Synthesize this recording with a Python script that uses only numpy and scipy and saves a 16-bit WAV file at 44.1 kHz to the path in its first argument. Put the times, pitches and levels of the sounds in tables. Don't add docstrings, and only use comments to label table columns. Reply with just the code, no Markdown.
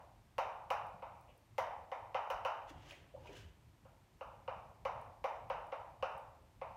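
import sys
import numpy as np
from scipy import signal
from scipy.fft import rfft, irfft
from scipy.io import wavfile

SR = 44100
rng = np.random.default_rng(int(sys.argv[2]) if len(sys.argv) > 2 else 0)


def dump(signal):
    limited = np.clip(np.atleast_2d(signal).T, -1, 1)
    pcm = np.round(limited * 32767).astype(np.int16)
    wavfile.write(sys.argv[1], SR, pcm)


N = 298510

# t/s, strength/dB, crack of the tip/dB, ping f/Hz, prominence of the ping/dB
IMPACTS = [(-0.22, 2.5, 2, 2540, -4), (0.3821, 7, 7, 2480, 3.5), (0.704, 6.5, 10.5, 2600, 3.5),
           (1.0234, -6, -23, 2440, 5.5), (1.5814, 6.5, 12, 2010, 5), (1.9171, -0.8, -2, 2090, 7),
           (2.1455, 6, -4, 2740, 1.5), (2.302, 3.5, 12, 2820, 3.5), (2.45, 6, 5, 2800, 6),
           (3.851, -22, -5, 2280, -8), (4.21, -6.5, -2, 2700, 7), (4.4786, -1.5, -16, 2600, 5.5),
           (4.8515, 3, 3.5, 2250, 3), (5.2412, 3, 5.5, 2210, 4), (5.5005, 2.5, -3, 2700, 2.5),
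           (5.7218, -1.1, -9, 2200, 1.5), (6.026, 4, 1, 2740, 7.5), (6.615, -4, -18, 2320, 7)]
# f/Hz, level/dB
DIFFUSE_SPECTRUM = [(150, -46.5), (380, -15.5), (480, -1.5), (560, 3), (850, 9), (1150, 3), (1650, -7),
                    (3000, -12), (3300, -27.5), (3650, -20.5), (4200, -30), (5800, -23), (7500, -41),
                    (15000, -50)]
KNOCK_AGE = np.arange(SR * 3 // 4) / SR


def amp(db):
    return 10 ** (np.asarray(db) / 20)


def unit_rms(x):
    return x / np.sqrt(np.mean(x ** 2) + 1e-20)


def value_at(points, hz):
    f, value = np.transpose(points)
    return np.interp(np.log(hz + 1), np.log(f + 1), value)


def add(mix, s, sound):
    start = round(s * SR)
    sound = sound[max(-start, 0):]
    part = mix[max(start, 0):][:len(sound)]
    part += sound[:len(part)]


def colour(x, spectrum, size=2048):
    hz = abs(np.fft.fftfreq(size, 1 / SR))
    log_gain = np.log(amp(value_at(spectrum, hz)))
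    kernel = np.fft.ifft(np.exp(np.conj(signal.hilbert(log_gain)))).real
    return signal.oaconvolve(x, kernel)[:len(x)]


def high_pass(x, hz, order=4):
    return signal.sosfilt(signal.butter(order, hz, "high", fs=SR, output="sos"), x)


def noise(spectrum, size=2048):
    return unit_rms(colour(rng.standard_normal(N), spectrum, size))


def wander(per_s):
    return np.interp(np.arange(N) * per_s / SR, np.arange(N), rng.standard_normal(N))


def diffuse_decay(count=SR):
    reverberation_times = [(300, 0.98), (550, 0.88), (900, 0.73), (2200, 0.55), (3200, 0.55), (5500, 0.29),
                           (12000, 0.31)]
    hz, t, bands = signal.stft(rng.standard_normal(count), SR, nperseg=256)
    decay = amp(-60 * t / value_at(reverberation_times, hz)[:, None])
    return signal.istft(bands * decay, SR, nperseg=256)[1][:count]


def in_room(x, wet_db):
    tail = diffuse_decay()
    return x + amp(wet_db) * signal.oaconvolve(x, tail / np.linalg.norm(tail))[:N]


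def background(hiss_db=-73, flutter_db=4.5, flutter_per_s=26):
    hiss_spectrum = [(150, -12.5), (230, 4), (330, 5.5), (480, -3), (950, 0), (1500, -7), (2200, -7),
                     (4000, -13), (7000, -16.5), (9300, -17.5), (10500, -22), (13500, -18), (16000, -34.5)]
    rumble_spectrum = [(10, -75), (20, -35), (31, -18.5), (48, 2.5), (62, -12.5), (75, 2.5), (88, -6),
                       (105, 0.5), (135, -7), (190, -13), (270, -24), (500, -69.5)]
    rumble_levels = [(0, -67), (2, -66.5), (3.1, -61.5), (4.15, -67.5), (4.9, -62), (5.7, -67),
                     (6.77, -64.5)]
    hiss = amp(hiss_db) * noise(hiss_spectrum)
    rumble = noise(rumble_spectrum, size=8192)
    course_db = np.interp(np.arange(N) / SR, *np.transpose(rumble_levels))
    return hiss + rumble * amp(course_db + flutter_db * wander(flutter_per_s))


def board_modes(lag_s=0.0011, lowest_hz=430, swell_cycles=2.07):
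    panel_modes = [(532.8, 7, 0.045), (769, -7, 0.13), (924, -13, 0.071), (1122, -18.5, 0.12),
                   (1120, -10, 0.034), (541.4, -24.5, 0.95), (591, -28, 0.32), (686, -27.5, 0.71),
                   (780, -31, 0.36), (842, -35.5, 1), (927, -19.5, 0.68), (944, -29.5, 1),
                   (1010, -19, 0.42), (1263, -18.5, 0.21), (1375, -25, 0.41), (2060, -22, 0.1),
                   (2424, -35.5, 0.69), (3080, -38.5, 0.58)]
    hz, db, t60 = np.transpose(panel_modes)[:, :, None]
    age = np.maximum(KNOCK_AGE - lag_s * hz.min() / hz, 0)
    swell = 1 - np.exp(-age * hz / swell_cycles)
    modes = amp(db - 60 * age / t60) * swell * np.sin(2 * np.pi * hz * age)
    return high_pass(modes + 1e-20, lowest_hz, order=6)


def impact_spectrum(strength_db, crack_db, ping_hz, ping_db, thump_db, spacing_hz=1400):
    hz = np.geomspace(300, 16000, 120)
    tilt_db = 0.12 * strength_db
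    slope_db = value_at([(540, thump_db - tilt_db), (750, 0), (1200, 0),
                         (1900, tilt_db), (3500, tilt_db), (12000, crack_db)], hz)
    midrange = value_at([(900, 0.11), (1400, 0.59), (3200, 0.65), (4200, 0)], hz)
    ripple_db = midrange * ping_db * np.cos(2 * np.pi * (hz - ping_hz) / spacing_hz)
    return np.c_[hz, strength_db + slope_db + ripple_db]


def chalk_knocks(ring_db=-33, click_db=-13, scatter_db=-32, tail_db=-35,
                 scatter_s=0.01, build_s=0.0069, shared=0.21, spot_db=1, sidestep_s=3):
    reflections = [(.0047, -11), (0.0162, -11)]
    contact_spectrum = [(200, -14.5), (410, -12), (560, -30), (900, 9), (1600, -13), (2950, -7.5),
                        (3400, -20), (6000, -30), (7500, -40), (15000, -42.5)]
    out, t = np.zeros(N), KNOCK_AGE
    click = signal.unit_impulse(len(t))
    for delay, db in reflections:
        add(click, delay, amp([db]))
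    modes = amp(ring_db) * board_modes()
    common = diffuse_decay(len(t))
    for s, strength_db, crack_db, ping_hz, ping_db in IMPACTS:
        scatter = amp(scatter_db) * rng.standard_normal(len(t)) * np.exp(-t / scatter_s)
        contact = colour(amp(click_db) * click + scatter, contact_spectrum)
        ring = amp(spot_db * rng.standard_normal(len(modes))) @ modes
        paths = np.sqrt(shared) * common + np.sqrt(1 - shared) * diffuse_decay(len(t))
        tail = amp(tail_db) * colour(paths * (1 - np.exp(-t / build_s)), DIFFUSE_SPECTRUM)
        thump_db = -2 if s < sidestep_s else 1
        spectrum = impact_spectrum(strength_db, crack_db, ping_hz, ping_db, thump_db)
        add(out, s, colour(contact + ring + tail, spectrum))
    return out


def chalk_drag(drag_db=-65, peak_s=0.11, slips_per_s=700):
    pressure, t = np.zeros(N), np.arange(SR) / SR
    stroke = (t / peak_s) ** 2 * np.exp(1 - (t / peak_s) ** 2)
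    for s, strength_db, *_ in IMPACTS:
        add(pressure, s, amp(strength_db) * stroke)
    slips = rng.standard_normal(N) * (rng.random(N) < slips_per_s / SR)
    friction = unit_rms(colour(slips, DIFFUSE_SPECTRUM))
    return in_room(amp(drag_db) * pressure * friction, wet_db=-1)


def crumbs(gain_db=6, decay_s=0.0014):
    snaps = [(0.868, -70.5), (1.2114, -70), (1.3768, -68.5), (2.911, -64), (5.014, -70), (5.495, -70),
             (5.67, -70), (6.179, -64)]
    snap_spectrum = [(2000, -64), (6000, -24), (9000, 10), (10500, -1), (13500, -2), (16000, -1)]  # f/Hz, level/dB
    out, t = np.zeros(N), np.arange(SR // 20) / SR
    for s, db in snaps:
        add(out, s, amp(db + gain_db) * rng.standard_normal(len(t)) * np.exp(-t / decay_s))
    return in_room(colour(out, snap_spectrum), wet_db=-3)


def bumps(width_octaves=0.22):
    contacts = [(0.942, -63.5, 162, 0.013), (1.283, -66.5, 600, 0.014), (1.278, -74, 2570, 0.032),
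                (2.705, -62.5, 299, 0.013), (2.909, -50.5, 2800, 0.0024), (2.924, -65, 2180, 0.022),
                (2.917, -62, 650, 0.015), (3.139, -53, 560, 0.013), (3.162, -60, 800, 0.015),
                (3.254, -60, 900, 0.0079), (3.268, -63, 2580, 0.014), (3.289, -56.5, 445, 0.015)]
    out, t = np.zeros(N), np.arange(SR // 2) / SR
    hz = np.fft.rfftfreq(len(t), 1 / SR) + 1
    for s, db, centre_hz, length_s in contacts:
        passband = np.exp(-0.5 * (np.log2(hz / centre_hz) / width_octaves) ** 2)
        band = irfft(rfft(rng.standard_normal(len(t))) * passband)
        puff = band * t / length_s * np.exp(-2 * t / length_s)
        rms = np.sqrt(np.sum(puff ** 2) / (2 * length_s * SR))
        add(out, s, amp(db) * puff / rms)
    return out


def rubbing_speed(movements, stop_share=0.64, roundness=1.06):
    t, speed = np.arange(N) / SR, np.zeros(N)
    for s, db, rise_s in movements:
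        from_peak = np.maximum((s - t) / rise_s, (t - s) / (stop_share * rise_s))
        speed += amp(db) * np.exp(-from_peak ** roundness)
    return speed


def cloth(body_db=-4, fizz_db=-9, flutter_db=2, fizz_hz=4500):
    swings = [(2.70, -58.5, 0.017), (2.915, -58, 0.11), (3.275, -66, 0.017), (3.385, -57, 0.097)]
    cloth_spectrum = [(200, -3), (500, -31), (900, -6), (1250, 0.5), (1800, 3.5), (2200, 0.5), (3000, 5),
                      (4100, -7.5), (6500, -9.5), (8500, -20), (15000, -28)]
    speed = rubbing_speed(swings)
    creases = amp(flutter_db * wander(per_s=280))
    body = amp(body_db) * noise(cloth_spectrum)
    fizz = amp(fizz_db) * unit_rms(high_pass(noise(cloth_spectrum), fizz_hz))
    return speed * creases * (body + fizz * speed / speed.max())


def shoes(gain_db=-2):
    slides = [(2.89, -64, .2), (3.31, -57, 0.076)]
    sole_spectrum = [(80, -2), (230, -8), (330, 1), (450, -6), (800, -2), (1300, -15), (3000, -48)]  # f/Hz, level/dB
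    return amp(gain_db) * rubbing_speed(slides) * noise(sole_spectrum)


def scene():
    writer = in_room(cloth() + shoes() + bumps(), wet_db=-7.5)
    return (chalk_knocks() + chalk_drag() + crumbs() + writer + background())[None]


def record(dry, low_hz=34.4, high_hz=15900):
    low_pass = signal.firwin(255, high_hz, window=("kaiser", 9), fs=SR)
    return signal.oaconvolve(high_pass(dry, low_hz), low_pass[None], "same")


dry = scene()
out = record(dry)
dump(out)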